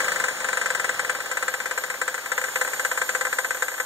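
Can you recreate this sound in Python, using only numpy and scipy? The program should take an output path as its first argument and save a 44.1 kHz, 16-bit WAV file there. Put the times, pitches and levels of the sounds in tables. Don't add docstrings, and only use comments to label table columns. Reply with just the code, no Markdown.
import sys
import numpy as np
from scipy import signal
from scipy.fft import rfft, irfft
from scipy.io import wavfile
from scipy.ndimage import uniform_filter1d, minimum_filter1d

SR = 44100
rng = np.random.default_rng(int(sys.argv[2]) if len(sys.argv) > 2 else 0)


def boost_factor(decibels):
    exponent = np.asarray(decibels, float) / 20
    return 10 ** exponent


def int16_out(signal):
    q = np.round(np.clip(np.atleast_2d(signal).T, -1, 1) * 32767)
    wavfile.write(sys.argv[1], SR, q.astype(np.int16))


N = 169785

# [t/s, level/dB]
SHAFT_KNOCKS = [(0.0024, -15), (0.0431, -19.5), (0.0809, -16), (0.1179, -17), (0.1584, -18),
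                (0.1989, -16.5), (0.2389, -14.5), (0.2826, -16.5), (0.3656, -33), (0.4033, -22.5),
                (0.4436, -17.5), (0.4864, -17.5), (0.5288, -16.5), (0.571, -15), (0.613, -16),
                (0.6577, -15.5), (0.7024, -16.5), (0.7486, -16), (0.7962, -16.5), (0.8426, -15.5),
                (0.8915, -15), (0.9414, -25), (0.9932, -15.5), (1.046, -20), (1.095, -14),
                (1.1486, -21.5),
                (1.2025, -22), (1.2579, -25), (1.3127, -17), (1.3703, -16.5), (1.4249, -16),
                   (1.4799, -15.5), (1.5385, -17), (1.6008, -20.5), (1.6564, -18.5), (1.7102, -18),
                   (1.7758, -16), (1.8368, -19), (1.9, -18.5), (2.0145, -15.5), (2.078, -16), (2.142, -19),
                   (2.2584, -22.5), (2.317, -15), (2.378, -15), (2.4389, -17.5),
                (2.5568, -14), (2.6116, -13), (2.6749, -20), (2.732, -19), (2.795, -16), (2.8484, -13.5),
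               (2.9138, -15.5), (2.9742, -15.5), (3.0908, -14.5), (3.149, -15), (3.2096, -15.5),
               (3.3271, -16), (3.385, -13), (3.445, -16.5), (3.506, -16), (3.569, -25.5), (3.622, -13.5),
               (3.681, -20), (3.7406, -25.5), (3.7991, -15.5)]
# [t/s, level/dB]
RATTLE_BLOWS = [(0.261, -46), (0.3078, -18), (0.3905, -46), (1.189, -54), (1.9397, -16), (1.9897, -36),
                (2.1781, -15), (2.2433, -48), (2.4138, -12), (2.4844, -16), (2.6476, -11.5), (2.7152, -29),
                (2.8313, -43), (2.894, -54), (2.9534, -22.5), (3.015, -4.5), (3.25, -7), (3.2674, -9.5),
                (3.315, -30), (3.5454, -13.5), (3.6622, -29), (3.716, -18), (3.7793, -15.5)]
# [delay t/s, level/dB]
BLOW_CONTACTS = [
    (0, 0),
    (.0039, -16),
    (.0085, -18),
]
# [f/Hz, level/dB, t60/s, sign of first swing/1]
BLOCK_MODES = [(513, -7.5, 0.097, 1), (682.5, -15, 0.086, 1), (801, -12, 0.081, 1),
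               (1021.7, -5.5, 0.059, 1), (1245.5, -12, 0.079, 1), (1324, -1, 0.047, 1),
               (1525, -3.5, 0.094, -1), (1597, -2, 0.1, 1), (1747.4, 6.5, 0.031, 1), (1980, 1.5, 0.049, 1),
               (2350, -4, 0.04, 1)]
# [f/Hz, level/dB, t60/s, sign of first swing/1]
COVER_MODES = [(3220, -8, .04, 1), (3680, -7, .04, 1), (3950, -9, .03, 1), (6900, -1, .025, 1),
               (7450, 7, .008, 1), (8150, -2, .035, 1), (8890, -7, .03, 1)]
# [f/Hz, level/dB]
CRACK_SPECTRUM = [(300, -45), (1600, -18), (2400, -18), (3000, -24), (6000, -28), (7600, -13), (10500, -38),
                  (15600, -36)]
# [f/Hz, level/dB per Hz]
WASH_SPECTRUM = [(50, -80), (130, -23), (420, -10.5), (1700, -3), (3000, -11.5), (5800, -15), (7500, -25.5),
                 (11000, -21.5)]
# [t/s, rate/turns per s]
SHAFT_SPEED = [
    (0, 25.5),
    (.5, 24.2),
    (.75, 21.3),
    (1, 19.6),
    (1.3, 18),
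    (1.6, 16.9),
    (3.85, 16.9),
]
# [order/1, level/dB]
SHAFT_ORDERS = [(4, -70.5), (5, -64), (6, -64), (7, -60.5), (9, -61.5), (13, -74)]
# [t/s, level/dB, left over right/dB]
MIC_PATH = [
    (0, 4.5, -1),
    (.35, 0, -0.5),
    (.9, 0.5, -0.5),
    (1.5, -2.5, -1),
    (2.2, -3.5, -0.5),
    (2.6, -1.5, -1.5),
    (3.1, -2, -1.5),
    (3.85, -5, -2),
]
# [t/s, high hiss level/dB, low hiss level/dB]
LEAK_FACING = [
    (0, -38, 0),
    (1.15, -10, -5),
    (1.45, -6, -5),
    (2.3, -5, -5.5),
    (2.45, -1.5, -0.5),
    (2.7, 0.5, 0),
    (3.2, -2, -0.5),
    (3.85, -1.5, -2.5),
]
# [f/Hz, lead/half turns]
PORT_LEAD = [(1350, 0), (2150, .85), (2850, 1.2), (3600, 2), (4800, 3), (6700, 4), (10000, 7), (15500, 11)]
# [f/Hz, coherence/1]
PORT_COHERENCE = [(100, 0.41), (350, 0.25), (500, 0.89), (1300, 0.92), (3600, 0.7), (4800, 0.6),
                  (10000, 0.29), (13000, 0.15)]
# [f/Hz, left over right/dB]
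PORT_BALANCE = [(1000, 0.5), (2000, 6.5), (3000, -1.5), (5300, 0.5), (6600, 1), (7800, 4), (9500, 6),
                (12000, -0.5)]
# [f/Hz, level/dB]
WEAKER_MARGIN = [(1000, 12), (2600, 7.5), (4800, 5.5), (7000, 7), (10000, 3.5), (13500, 3.5)]


def evened(x):
    return x / np.sqrt(np.mean(x ** 2) + 1e-20)


def read(points, hz):
    f, value = np.transpose(points)
    return np.interp(np.log(hz + 1), np.log(f + 1), value)


def curve(points, column):
    columns = np.transpose(points)
    return np.interp(np.arange(N) / SR, columns[0], columns[column])


def coloured(points, shape):
    spectrum = rfft(rng.standard_normal(shape))
    gain = boost_factor(read(points, np.fft.rfftfreq(shape[-1], 1 / SR)))
    return evened(irfft(spectrum * gain, shape[-1]))


def band(hz, width_hz):
    spectrum = rfft(rng.standard_normal((2, N)))
    detuning = (np.fft.rfftfreq(N, 1 / SR) - hz) / width_hz
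    return evened(irfft(spectrum / (1 + detuning ** 2), N))


def rings(modes, damp=1, scatter=0):
    t, out = np.arange(4096) / SR, np.zeros((2, 4096))
    for hz, db, t60, way in modes:
        second_phase = np.pi * (2 * scatter * rng.random() - .5)
        swing = np.sin(2 * np.pi * hz * t + [[0], [second_phase]])
        out += np.sign(way) * boost_factor(db - 60 * t / (damp * t60)) * swing
    body_cut = signal.butter(4, 348, "high", fs=SR, output="sos")
    return signal.sosfilt(body_cut, out * np.minimum(t / 0.0014, 1))


def hum():
    idle_db, fan_hz, fan_db = -11, 246, -69.5
    speed = curve(SHAFT_SPEED, 1)
    turns = np.cumsum(speed) / SR
    orders = sum(boost_factor(db) * np.sin(2 * np.pi * (k * turns + rng.random((2, 1)))) for k, db in SHAFT_ORDERS)
    slowed = np.clip((SHAFT_SPEED[3][1] - speed) / 6.6, 0, 1)
    orders *= boost_factor(idle_db * slowed)
    return orders * (1 + 0.1 * band(12.0, 1.2)) + boost_factor(fan_db) * band(fan_hz, 1)


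def wash():
    return boost_factor(-33) * coloured(WASH_SPECTRUM, (2, N)) + boost_factor(-70) * band(15400, 500)


def leak():
    high = boost_factor(-42) * band(11990, 350)
    high += boost_factor(-44.5) * band(12150, 17)
    low = band(7000, 430) + boost_factor(-11.5) * band(6810, 79) + boost_factor(-4.5) * band(8590, 520)
    high *= boost_factor(curve(LEAK_FACING, 1)) * boost_factor([[-6], [0]])
    return high + boost_factor(-38.5) * low * boost_factor(curve(LEAK_FACING, 2))


def clatter(cover):
    per_s, spread_db, damp = 660, 3.5, 0.4
    size = boost_factor(spread_db * np.minimum(rng.exponential(1, (2, N)), 5))
    struck = rng.random((2, N)) < per_s / SR
    contacts = size * rng.choice([-1., 1.], (2, N)) * struck
    body = rings(BLOCK_MODES, damp) + cover
    return boost_factor(-46.5) * evened(signal.oaconvolve(contacts, body, axes=1)[:, :N])


def thumps(knocks):
    lag, spread_db, level_db, hz, t60_s = 0.71, 1, -22, 542, 0.021
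    s = np.transpose(knocks)[0]
    gaps = np.diff(s)
    gaps = np.minimum(gaps, minimum_filter1d(gaps, size=3) * 1.1)
    train, t = np.zeros(N), np.arange(3000) / SR
    at = np.round((s[:-1] + lag * gaps) * SR).astype(int)
    train[at] = boost_factor(spread_db * rng.standard_normal(len(gaps)))
    envelope = boost_factor(level_db - 60 * t / t60_s) * np.minimum(t / 0.0054, 1)
    return signal.oaconvolve(train, np.sin(2 * np.pi * hz * t) * envelope)[:N]


def blows(rows, block, cover, chatter_s, first_db):
    chatter_db, scatter, cover_spread_db, cover_turn = -14, .12, 1.5, 1.5
    crack_db, crack_t60_s = -16, 0.084
    count, length = len(rows), 6095
    out, t = np.zeros((2, N + length + 1)), np.arange(length) / SR
    turn = curve(MIC_PATH, 2)
    hits = rng.standard_normal((count, 2, 2000)) * np.exp(-t[:2000] / chatter_s)
    hits *= np.sqrt(2 / (chatter_s * SR)) * boost_factor(chatter_db)
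    draw = rng.uniform(-1.2, 1, (count, 1 + len(BLOW_CONTACTS)))
    for k, (s, db) in enumerate(BLOW_CONTACTS):
        at = np.round(s * SR * (1 + scatter * draw[:, k])).astype(int)
        hits[np.arange(count), :, at] += boost_factor(db + first_db)
    low = signal.fftconvolve(hits, block[None], axes=2)
    high = signal.fftconvolve(hits, cover[None], axes=2)
    crack = coloured(CRACK_SPECTRUM, low.shape)
    crack *= boost_factor(crack_db + 12.5 - 60 * t / crack_t60_s) * np.minimum(t / .002, 1)
    bright = boost_factor(2 * cover_spread_db * draw[:, -1])
    for k, (s, db) in enumerate(rows):
        at = round(s * SR)
        cover_gain = bright[k] * boost_factor(cover_turn * turn[at])
        blow = low[k] + crack[k] + cover_gain * high[k]
        out[:, at:][:, :length] += boost_factor(db - 28) * evened(blow)
    return out[:, :N]


def knocking(knocks, block, cover):
    main = boost_factor(13.5) * blows(knocks, block, cover, 0.0079, 0)
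    return main + boost_factor(4.5) * blows(RATTLE_BLOWS, block, cover, 0.0049, 2.5)


def ports(pair):
    hz = np.fft.rfftfreq(N, 1 / SR)
    a, b = rfft(pair)
    same = np.clip(read(PORT_COHERENCE, hz), 0, 1)
    tilt = boost_factor(read(PORT_BALANCE, hz) / 2)
    lead = np.exp(1j * np.pi * np.interp(hz, *np.transpose(PORT_LEAD)))
    right = same * lead * a + np.sqrt(1 - same ** 2) * b
    return irfft(np.array([a * tilt, right / tilt]), N)


def scene():
    knocks = SHAFT_KNOCKS
    block, cover = rings(BLOCK_MODES), boost_factor(-12) * rings(COVER_MODES, 1, 0.5)
    bed = hum() + wash() + clatter(cover) + thumps(knocks)
    near = boost_factor(curve(MIC_PATH, 1))
    pair = ports(knocking(knocks, block, cover) + bed * near + leak())
    return pair * boost_factor(np.array([[.5], [-.5]]) * curve(MIC_PATH, 2))


def stronger_of_sum_and_difference(x):
    both = np.array([x[0] + x[1], x[0] - x[1]]) / 2
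    hz, _, z = signal.stft(both, SR, nperseg=1024, noverlap=768)
    power = uniform_filter1d(uniform_filter1d(abs(z) ** 2, size=4, axis=1), size=8, axis=2)
    rows, columns = np.arange(len(hz)) // 4 * 4, np.arange(z.shape[2]) // 4 * 4
    power = power[:, rows][:, :, columns]
    keep = power > power[::-1] * boost_factor(-2 * read(WEAKER_MARGIN, hz))[:, None]
    keep = keep | (hz < 700)[:, None]
    mid, side = signal.istft(z * keep, nperseg=1024, noverlap=768)[1][:, :N]
    return np.array([mid + side, mid - side])


def roll_off(x):
    return signal.sosfilt(signal.butter(12, 15940, fs=SR, output="sos"), x)


def record(dry):
    low_cut_hz, edge_hz = 90, 15760
    hz = np.fft.rfftfreq(N, 1 / SR)
    bass_cut = np.sqrt(1 + (low_cut_hz / (hz + 1)) ** 4)
    upper_edge = 1 + (hz / edge_hz) ** 400
    shaped = irfft(rfft(dry) / bass_cut / upper_edge, N)
    mix = stronger_of_sum_and_difference(shaped)
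    return roll_off(mix)


dry = scene()
out = record(dry)
int16_out(out)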